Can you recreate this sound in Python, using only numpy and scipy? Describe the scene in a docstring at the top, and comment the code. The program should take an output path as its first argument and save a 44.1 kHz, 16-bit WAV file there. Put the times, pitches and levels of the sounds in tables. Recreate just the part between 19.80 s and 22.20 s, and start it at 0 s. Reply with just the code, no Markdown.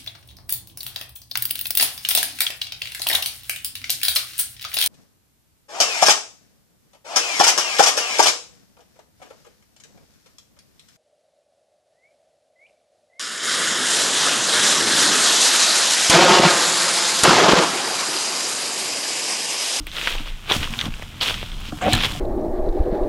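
"""In a wood, a walker crunches through dry leaves, carrying a small camera with one microphone.
Each step crushes and drags leaves: swarms of tiny noise bursts in three bands that follow the steps.
Twigs and leaves snap (damped rings), crack (a burst rings a bright shell) and rustle (fading high noise).
Knocks and a dragging rub sound the modes of the hollow camera body; its sway is a deep noise rumble.
Faint steady air noise lies under it all."""
import sys
import numpy as np
from scipy import signal
from scipy.io import wavfile
from scipy.ndimage import uniform_filter1d

SR = 44100
rng = np.random.default_rng(int(sys.argv[2]) if len(sys.argv) > 2 else 0)


def unload_wav(signal):
    """Save mono or channel-first audio to the path in sys.argv[1] as 16-bit WAV at rate SR, clipped to [-1, 1]."""
    wavfile.write(
        sys.argv[1],
        SR,
        np.round(np.clip(np.atleast_2d(signal).T, -1, 1) * 32767).astype(np.int16),
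    )


N = 105795
T = np.arange(N) / SR

# modes of the hollow camera body, low to high: f/Hz, 60 dB decay time/s
BODY_MODES = [(114, .08), (160, .06), (228, .1), (300, .14), (580, .06), (727, .08), (1070, .03)]
# balance inside the three lowest modes and inside the three upper ones: level/dB
LOW_MODE_BALANCE = [3, -2.5, 2]
UPPER_MODE_BALANCE = [-6.5, 3.5, -7]


def gain_of(db):
    """Amplitude factor of a level in dB."""
    return 10 ** (np.asarray(db) / 20)


def evened(x):
    """Scales a sound to an rms of 1."""
    return x / np.sqrt(np.mean(x ** 2) + 1e-20)


def level(curve, column):
    """Gain over time from one dB column of a curve."""
    rows = np.array(curve)
    return gain_of(np.interp(T, rows[:, 0], rows[:, column]))


def add(mix, s, sound):
    """Mixes in a sound at s seconds, cut off at the end of the mix."""
    part = mix[round(s * SR):][:len(sound)]
    part += sound[:len(part)]


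def coloured(x, points, skirt_db=-17.5):
    """Minimum-phase filter through (Hz, dB) points, falling by skirt_db per octave outside; rms 1."""
    f, db = np.transpose(points)
    octave = np.log2(np.abs(np.fft.fftfreq(8192, 1 / SR)) + 1)
    below = np.maximum(np.log2(f[0]) - octave, 0)
    above = np.maximum(octave - np.log2(f[-1]), 0)
    gain_db = np.interp(octave, np.log2(f), db) + skirt_db * (below + above)
    log_gain = np.log(gain_of(np.maximum(gain_db, -100)))
    # the Hilbert transform of the log gain supplies the phase that makes the filter causal
    taps = np.fft.ifft(np.exp(np.conj(signal.hilbert(log_gain)))).real[:4096]
    return evened(signal.oaconvolve(x, taps)[:N])


def clicks(per_s, spread_db):
    """Random clicks of either sign; a few are large."""
    chance = rng.random(N)
    size = rng.exponential(1, N)
    sign = rng.choice([-1., 1.], N)
    return sign * gain_of(spread_db * np.minimum(size, 5)) * (chance < per_s / SR)


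def push(t, width_s):
    """A single soft pressure swing without a ring, peaking near 1."""
    u = t / width_s
    return u * (1 - u / 2) * np.exp(1 - u) / .63


def mode(hz, db, t60):
    """One resonance: a sine that decays by 60 dB in t60 seconds."""
    t = np.arange(6000) / SR
    return gain_of(db - 60 * t / t60) * np.sin(2 * np.pi * hz * t)


def air():
    """Faint steady air noise: coloured random pressure."""
    # colour of the air noise: f/Hz, relative density/dB per Hz
    air_spectrum = [(300, -28), (593, 18.5), (1170, 12), (3350, -22.5), (4990, -39), (13800, 12),
                    (16000, -6)]
    return gain_of(-64) * coloured(rng.standard_normal(N), air_spectrum)


def sway():
    """Deep wavering rumble of the carried camera: narrow noise, with a lumpy low noise above it."""
    # swells of the sway: t/s, deep rumble level/dB, level of the rumble above it/dB
    swells = [(0, -18, -43), (.19, -45, -48.5), (.39, -26.5, -44), (.45, -31, -49.5), (.71, -42.5, -43),
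              (.8, -27, -30.5), (.94, -34., -46), (1.08, -39, -30.5), (1.11, -20.5, -42),
              (1.33, -45, -39.5), (1.59, -29.5, -36), (1.66, -38, -39), (1.78, -27, -39.5),
              (2.0, -46, -39.5), (2.17, -25.5, -34), (2.22, -33, -34), (2.28, -25, -30), (2.4, -29.5, -35)]
    # colour of the rumble above: f/Hz, relative density/dB per Hz
    rumble_spectrum = [(35, -2), (70, 1), (150, -0.5), (300, -13.5), (600, -30.5)]
    centre_hz, width_hz = 24.4, 3.6
    band = [(centre_hz - width_hz / 2, 0.), (centre_hz + width_hz / 2, 0.)]
    deep = coloured(rng.standard_normal(N), band, skirt_db=-21.5)
    above = coloured(rng.standard_normal(N), rumble_spectrum)
    return level(swells, 1) * deep + level(swells, 2) * above


def tilted(x):
    """Leans the spectrum frame by frame, as leaves of different size give way."""
    # lean of the crunch: t/s, tilt/dB per octave
    tilt_curve = [(0, -0.5), (.71, -5), (.72, -2.5), (1.4, -5.5), (1.41, 4), (1.45, -1.5), (1.98, -1),
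                  (2.02, -12.5), (2.08, -12), (2.1, -0.5), (2.2, -2.5)]
    pivot_hz = 3100
    hz, t, z = signal.stft(x, SR, nperseg=256, noverlap=192)
    # the lean stops growing one octave from the pivot
    octaves = np.clip(np.log2(hz / pivot_hz + 1e-3), -1, 1)[:, None]
    gain = gain_of(octaves * np.interp(t, *np.transpose(tilt_curve)))
    return signal.istft(z * gain, SR, nperseg=256, noverlap=192)[1][:N]


def leaves():
    """Countless small leaf breaks, each a tiny decaying noise burst with its own tint."""
    # four steps, each a curve: t/s, crunch level/dB, treble level/dB, low-mid level/dB
    step_curves = [
        [(0, -49, -57.5, -48), (.058, -54, -58, -57), (.07, -36.5, -52, -43), (.11, -44, -50.5, -56.5),
         (.16, -29.5, -41, -36), (.3, -26, -37.5, -33), (.37, -34.5, -45.5, -38.5), (.445, -40.5, -50, -46),
         (.475, -35, -49, -39), (.55, -45.5, -54, -51.5), (.62, -47.5, -54, -49.5)],
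        [(.68, -38.5, -50.5, -42), (.703, -19.5, -37, -23.5), (.722, -19, -35, -21.5), (.735, -23, -31, -27),
         (.765, -26, -32.5, -32), (.79, -35, -39.5, -40), (.84, -29, -40, -34.5), (.89, -37.5, -45.5, -42),
         (1.01, -37, -41.5, -39.5), (1.06, -34.5, -43, -34), (1.1, -44.5, -52.5, -47.5),
         (1.24, -41.5, -49, -46), (1.27, -46.5, -53.5, -49.5)],
        [(1.402, -45.5, -53.5, -48), (1.412, -23, -38, -31), (1.428, -17, -30, -25.5),
         (1.455, -24.5, -35, -31.5), (1.5, -21, -33.5, -28.5), (1.525, -30.5, -41, -36.5),
         (1.6, -36, -46.5, -44), (1.77, -43.5, -52, -47.5), (1.897, -36, -48, -43.5), (1.915, -47.5, -50, -49)],
        [(2.005, -43, -48.5, -44.5), (2.015, -33.5, -48.5, -25.5), (2.07, -30, -45, -55),
         (2.1, -29.5, -40.5, -38), (2.135, -19, -33, -28), (2.175, -27.5, -40.5, -31),
         (2.215, -24.5, -39, -32.5), (2.255, -19.5, -32, -27), (2.275, -30.5, -40, -34.5),
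         (2.4, -40.5, -44.5, -44)],
    ]
    # colours of crunch, treble fizz and low-mid scuff: f/Hz, relative density/dB per Hz
    crunch_spectrum = [(1700, -5), (2500, 1), (3300, 3.5), (4000, -1.5), (5200, -18), (7000, -27)]
    fizz_spectrum = [(2940, -34), (5000, -3), (7640, -3), (8880, -6.5), (14000, -13), (16000, -16)]
    scuff_spectrum = [(200, -0.5), (450, 3.5), (800, 4.5), (1400, 6.5), (2200, -6.5)]
    kinds, grain_decay_s, tint_db = 24, 0.00054, 2.5
    smooth_share = 0.21  # power share of the treble that is smooth rustle

    train = clicks(per_s=5200, spread_db=2.5)
    kind = rng.integers(0, kinds, N)
    t = np.arange(200) / SR
    bursts = rng.standard_normal((kinds, 200)) * np.exp(-t / grain_decay_s)
    tint = gain_of(tint_db * rng.standard_normal((kinds, 3)))

    def grains(band):
        """The swarm of breaks, tinted for one band."""
        out = np.zeros(N)
        for k in range(kinds):
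            out += tint[k, band] * signal.oaconvolve(train * (kind == k), evened(bursts[k]))[:N]
        return out

    crunch = tilted(coloured(grains(0), crunch_spectrum))
    rustle = rng.standard_normal(N)
    treble = np.sqrt(1 - smooth_share) * evened(grains(1)) + np.sqrt(smooth_share) * rustle
    fizz = coloured(treble, fizz_spectrum)
    scuff = coloured(grains(2), scuff_spectrum)
    steps = np.concatenate(step_curves)
    return level(steps, 1) * crunch + level(steps, 2) * fizz + level(steps, 3) * scuff


def knocks():
    """A short push sets the body's modes swelling up, neighbours in opposite phase."""
    # knocks on the body: t/s, dull push level/dB, then levels of the three lowest modes/dB,
    # the fourth mode/dB and the upper modes/dB
    hits = [(.002, -51, -47, -29.5, -61), (.07, -33, -55, -37, -58), (0.352, -17.5, -60, -47, -56),
            (0.4, -54, -33, -33, -54), (0.713, -3, -45, -48, -42), (0.758, -18, -22.5, -28.5, -35),
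            (.81, -43, -53, -30.5, -53), (0.898, -37, -30, -55, -52), (.92, -44, -29.5, -50, -58),
            (0.971, -47, -30, -54, -55), (1.06, -26, -22, -27.5, -39), (1.079, -22, -23, -40, -56),
            (1.197, -23, -51, -55, -57), (1.224, -20.5, -53, -61, -45), (1.629, -14, -41, -69, -40),
            (1.885, -45, -34, -35.5, -51), (1.924, -20.5, -28.5, -24.5, -32), (2.322, -49, -49, -30, -38.5),
            (2.35, -36, -50, -31, -32.5)]
    push_s, swell_s = 0.00024, 0.0017
    out = np.zeros(N)
    t = np.arange(6000) / SR
    dull_push = np.convolve(push(t, push_s), np.hanning(24) / 12)[:6000]
    swell = 1 - np.exp(-t / swell_s)
    for s, push_db, low_db, fourth_db, upper_db in hits:
        low_dbs = np.add(low_db, LOW_MODE_BALANCE)
        upper_dbs = np.add(upper_db, UPPER_MODE_BALANCE)
        ring = np.zeros(6000)
        for k, ((hz, t60), db) in enumerate(zip(BODY_MODES, [*low_dbs, fourth_db, *upper_dbs])):
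            ring += (-1) ** k * mode(hz, db, t60)
        add(out, s, gain_of(push_db) * dull_push + ring * swell)
    return out


def cracks():
    """A brief splintering burst breaks sharply and rings a stiff, bright shell."""
    # bright brittle cracks: t/s, peak level/dB, sharp break against the ring/dB
    breaks = [(0.0683, -21, 30), (1.804, -32.5, 13), (2.1324, -4, -7), (2.1505, -9.5, 5), (2.319, -23, 6)]
    # modes of the shell: f/Hz, relative level/dB, 60 dB decay time/s
    shell_modes = [(4080, 10, 0.011), (7030, 6.5, 0.0084), (8160, 9.5, 0.0046), (10400, -11, 0.0038),
                   (15100, -25, 0.0054)]
    burst_decay_s = 0.0019
    out = np.zeros(N)
    t = np.arange(400) / SR
    shell = sum(mode(*m) for m in shell_modes)[:1500]
    for s, db, break_db in breaks:
        burst = rng.standard_normal(400) * np.exp(-t / burst_decay_s)
        crack = signal.fftconvolve(burst, shell)
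        crack[:399] += gain_of(break_db) * np.diff(burst)  # differencing sharpens the break
        add(out, s, gain_of(db) * crack / abs(crack).max())
    return out


def snaps():
    """Leaves and twigs snap: a quickly damped ring, a low pop and a short crumbling tail."""
    # snaps: t/s, ring peak level before the low-pass/dB, pitch f/Hz, decay/cycles
    snap_list = [(0.0695, -21, 2340, 1.4), (0.1164, -21, 3600, 1.6), (0.1672, -14.5, 3530, 1.5),
                 (0.1836, -14, 2850, 1.9), (0.2133, -17, 2620, 4.5), (0.2739, -2, 2450, 0.32),
                 (0.3526, -21, 3500, 1.4), (0.383, -18, 2680, 2.1), (0.677, -23, 3000, 1),
                 (0.7205, -2.5, 3420, 5.3), (0.8066, -18, 2430, 1.5), (0.8311, -11, 3100, 0.46),
                 (0.8433, -14, 3070, 2.2), (0.8744, -23.5, 1240, 1.1), (0.9378, -14.5, 2660, 0.75),
                 (0.9903, -8.5, 3560, 1.9), (1.004, -14.5, 3530, 2.1), (1.0127, -7, 3550, 1.5),
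                 (1.0566, -16.5, 3370, 2.5), (1.1228, -28, 2400, 1.5), (1.1398, -22, 2750, 2.2),
                 (1.2237, -22, 2250, 1.1), (1.5421, -12.5, 3230, 2.5), (1.5756, -24, 2240, 1.5),
                 (1.6284, -18, 2800, 1.1), (1.718, -25, 3320, 2.6), (1.923, -26.5, 1230, 0.82),
                 (2.1381, -14, 1746, 7.6), (2.188, -14.5, 2560, 2.3), (2.2055, -10.5, 3360, 2),
                 (2.2459, -6.5, 3680, 0.87)]
    rise_s, pop_s, tail_s = 0.00031, 0.0001, 0.0063
    pop_db, tail_db, overtone_db = -11.5, -14, -14  # against the ring, its peak, and its fundamental
    overtone_ratio, top_hz = 1.7, 7160
    out = np.zeros(N)
    t = np.arange(1200) / SR
    rise = (1 - np.exp(-t / rise_s)) ** 2
    pop = gain_of(pop_db) * push(t, pop_s)
    for s, db, hz, cycles in snap_list:
        overtone = gain_of(overtone_db) * np.sin(2 * np.pi * overtone_ratio * hz * t)
        decay = np.exp(-t * hz / max(cycles, .3))
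        ring = (np.sin(2 * np.pi * hz * t) + overtone) * decay * rise
        band = signal.butter(2, [hz * 0.43, hz * 0.94], "band", fs=SR)
        crumbs = evened(signal.lfilter(*band, rng.standard_normal(1200)))
        tail = gain_of(tail_db) * crumbs * np.exp(-t / tail_s) * rise
        add(out, s - rise_s, gain_of(db) * (ring / abs(ring).max() + tail + pop))
    return signal.lfilter(*signal.butter(4, top_hz, fs=SR), out)


def rustles():
    """Small high rustles of single leaves: a quick start, then fading noise in a narrow band."""
    # rustles: t/s, length/s, pitch f/Hz, rms level before the fade/dB
    rustle_list = [(1.145, 0.016, 8200, -50), (1.407, 0.044, 4360, -31), (1.864, 0.043, 5200, -51),
                   (2.013, 0.045, 7300, -41)]
    out = np.zeros(N)
    for s, length, hz, db in rustle_list:
        t = np.arange(0, length, 1 / SR)[:3000]
        band = signal.butter(2, [hz * 0.87, hz * 1.08], "band", fs=SR)
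        noise = signal.lfilter(*band, rng.standard_normal(3000))[:len(t)]
        fade = np.cos(np.pi / 2 * t / length)
        add(out, s, gain_of(db) * evened(noise) * fade)
    return out


def rub():
    """Something drags over the body in uneven slips that keep its modes sounding, the lowest peaking last."""
    # the drag: t/s, then rms level/dB of each mode group in turn
    drag = [(2.0, -61, -56, -62, -53), (2.016, -29, -39, -38, -46), (2.05, -20.5, -32, -33.5, -54),
            (2.07, -23, -16.5, -23, -57), (2.088, -20.5, -21, -22, -37), (2.11, -29, -64, -28, -45),
            (2.135, -33, -46, -24, -18), (2.17, -35, -57, -27, -27.5), (2.22, -50, -55., -43, -51)]
    # mode groups, highest first: each row holds row numbers of BODY_MODES
    mode_groups = [
        [5, 6],
        [4],
        [2, 3],
        [0],
    ]
    steady_s = 0.029
    inside = (T > drag[0][0]) & (T < drag[-1][0])
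    balance_db = [*LOW_MODE_BALANCE, -5., *UPPER_MODE_BALANCE]
    slips = clicks(per_s=1200, spread_db=0.57)
    out = np.zeros(N)
    for column, group in enumerate(mode_groups, start=1):
        body = sum(mode(BODY_MODES[k][0], balance_db[k], BODY_MODES[k][1]) for k in group)
        ring = signal.oaconvolve(slips, body)[:N]
        # dividing by the running rms leaves the level to the drag curve
        power = abs(uniform_filter1d(ring ** 2, round(steady_s * SR)))
        out += inside * level(drag, column) * ring / np.sqrt(power + 1e-9)
    return out


def scene():
    """Sums all layers and puts the one microphone on both channels."""
    ground = leaves() + snaps() + cracks() + rustles()
    camera = knocks() + rub() + sway()
    return np.tile(ground + camera + air(), (2, 1))


def record(dry):
    """The input rounds off the highest peaks towards full scale; then a low-pass limits the band."""
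    edge_hz = 15900
    rounded = dry / (1 + abs(dry) ** 4) ** .25
    low_pass = signal.firwin(511, edge_hz, window=("kaiser", 9), fs=SR)
    return signal.oaconvolve(rounded, low_pass[None], "same")


dry = scene()
out = record(dry)
unload_wav(out)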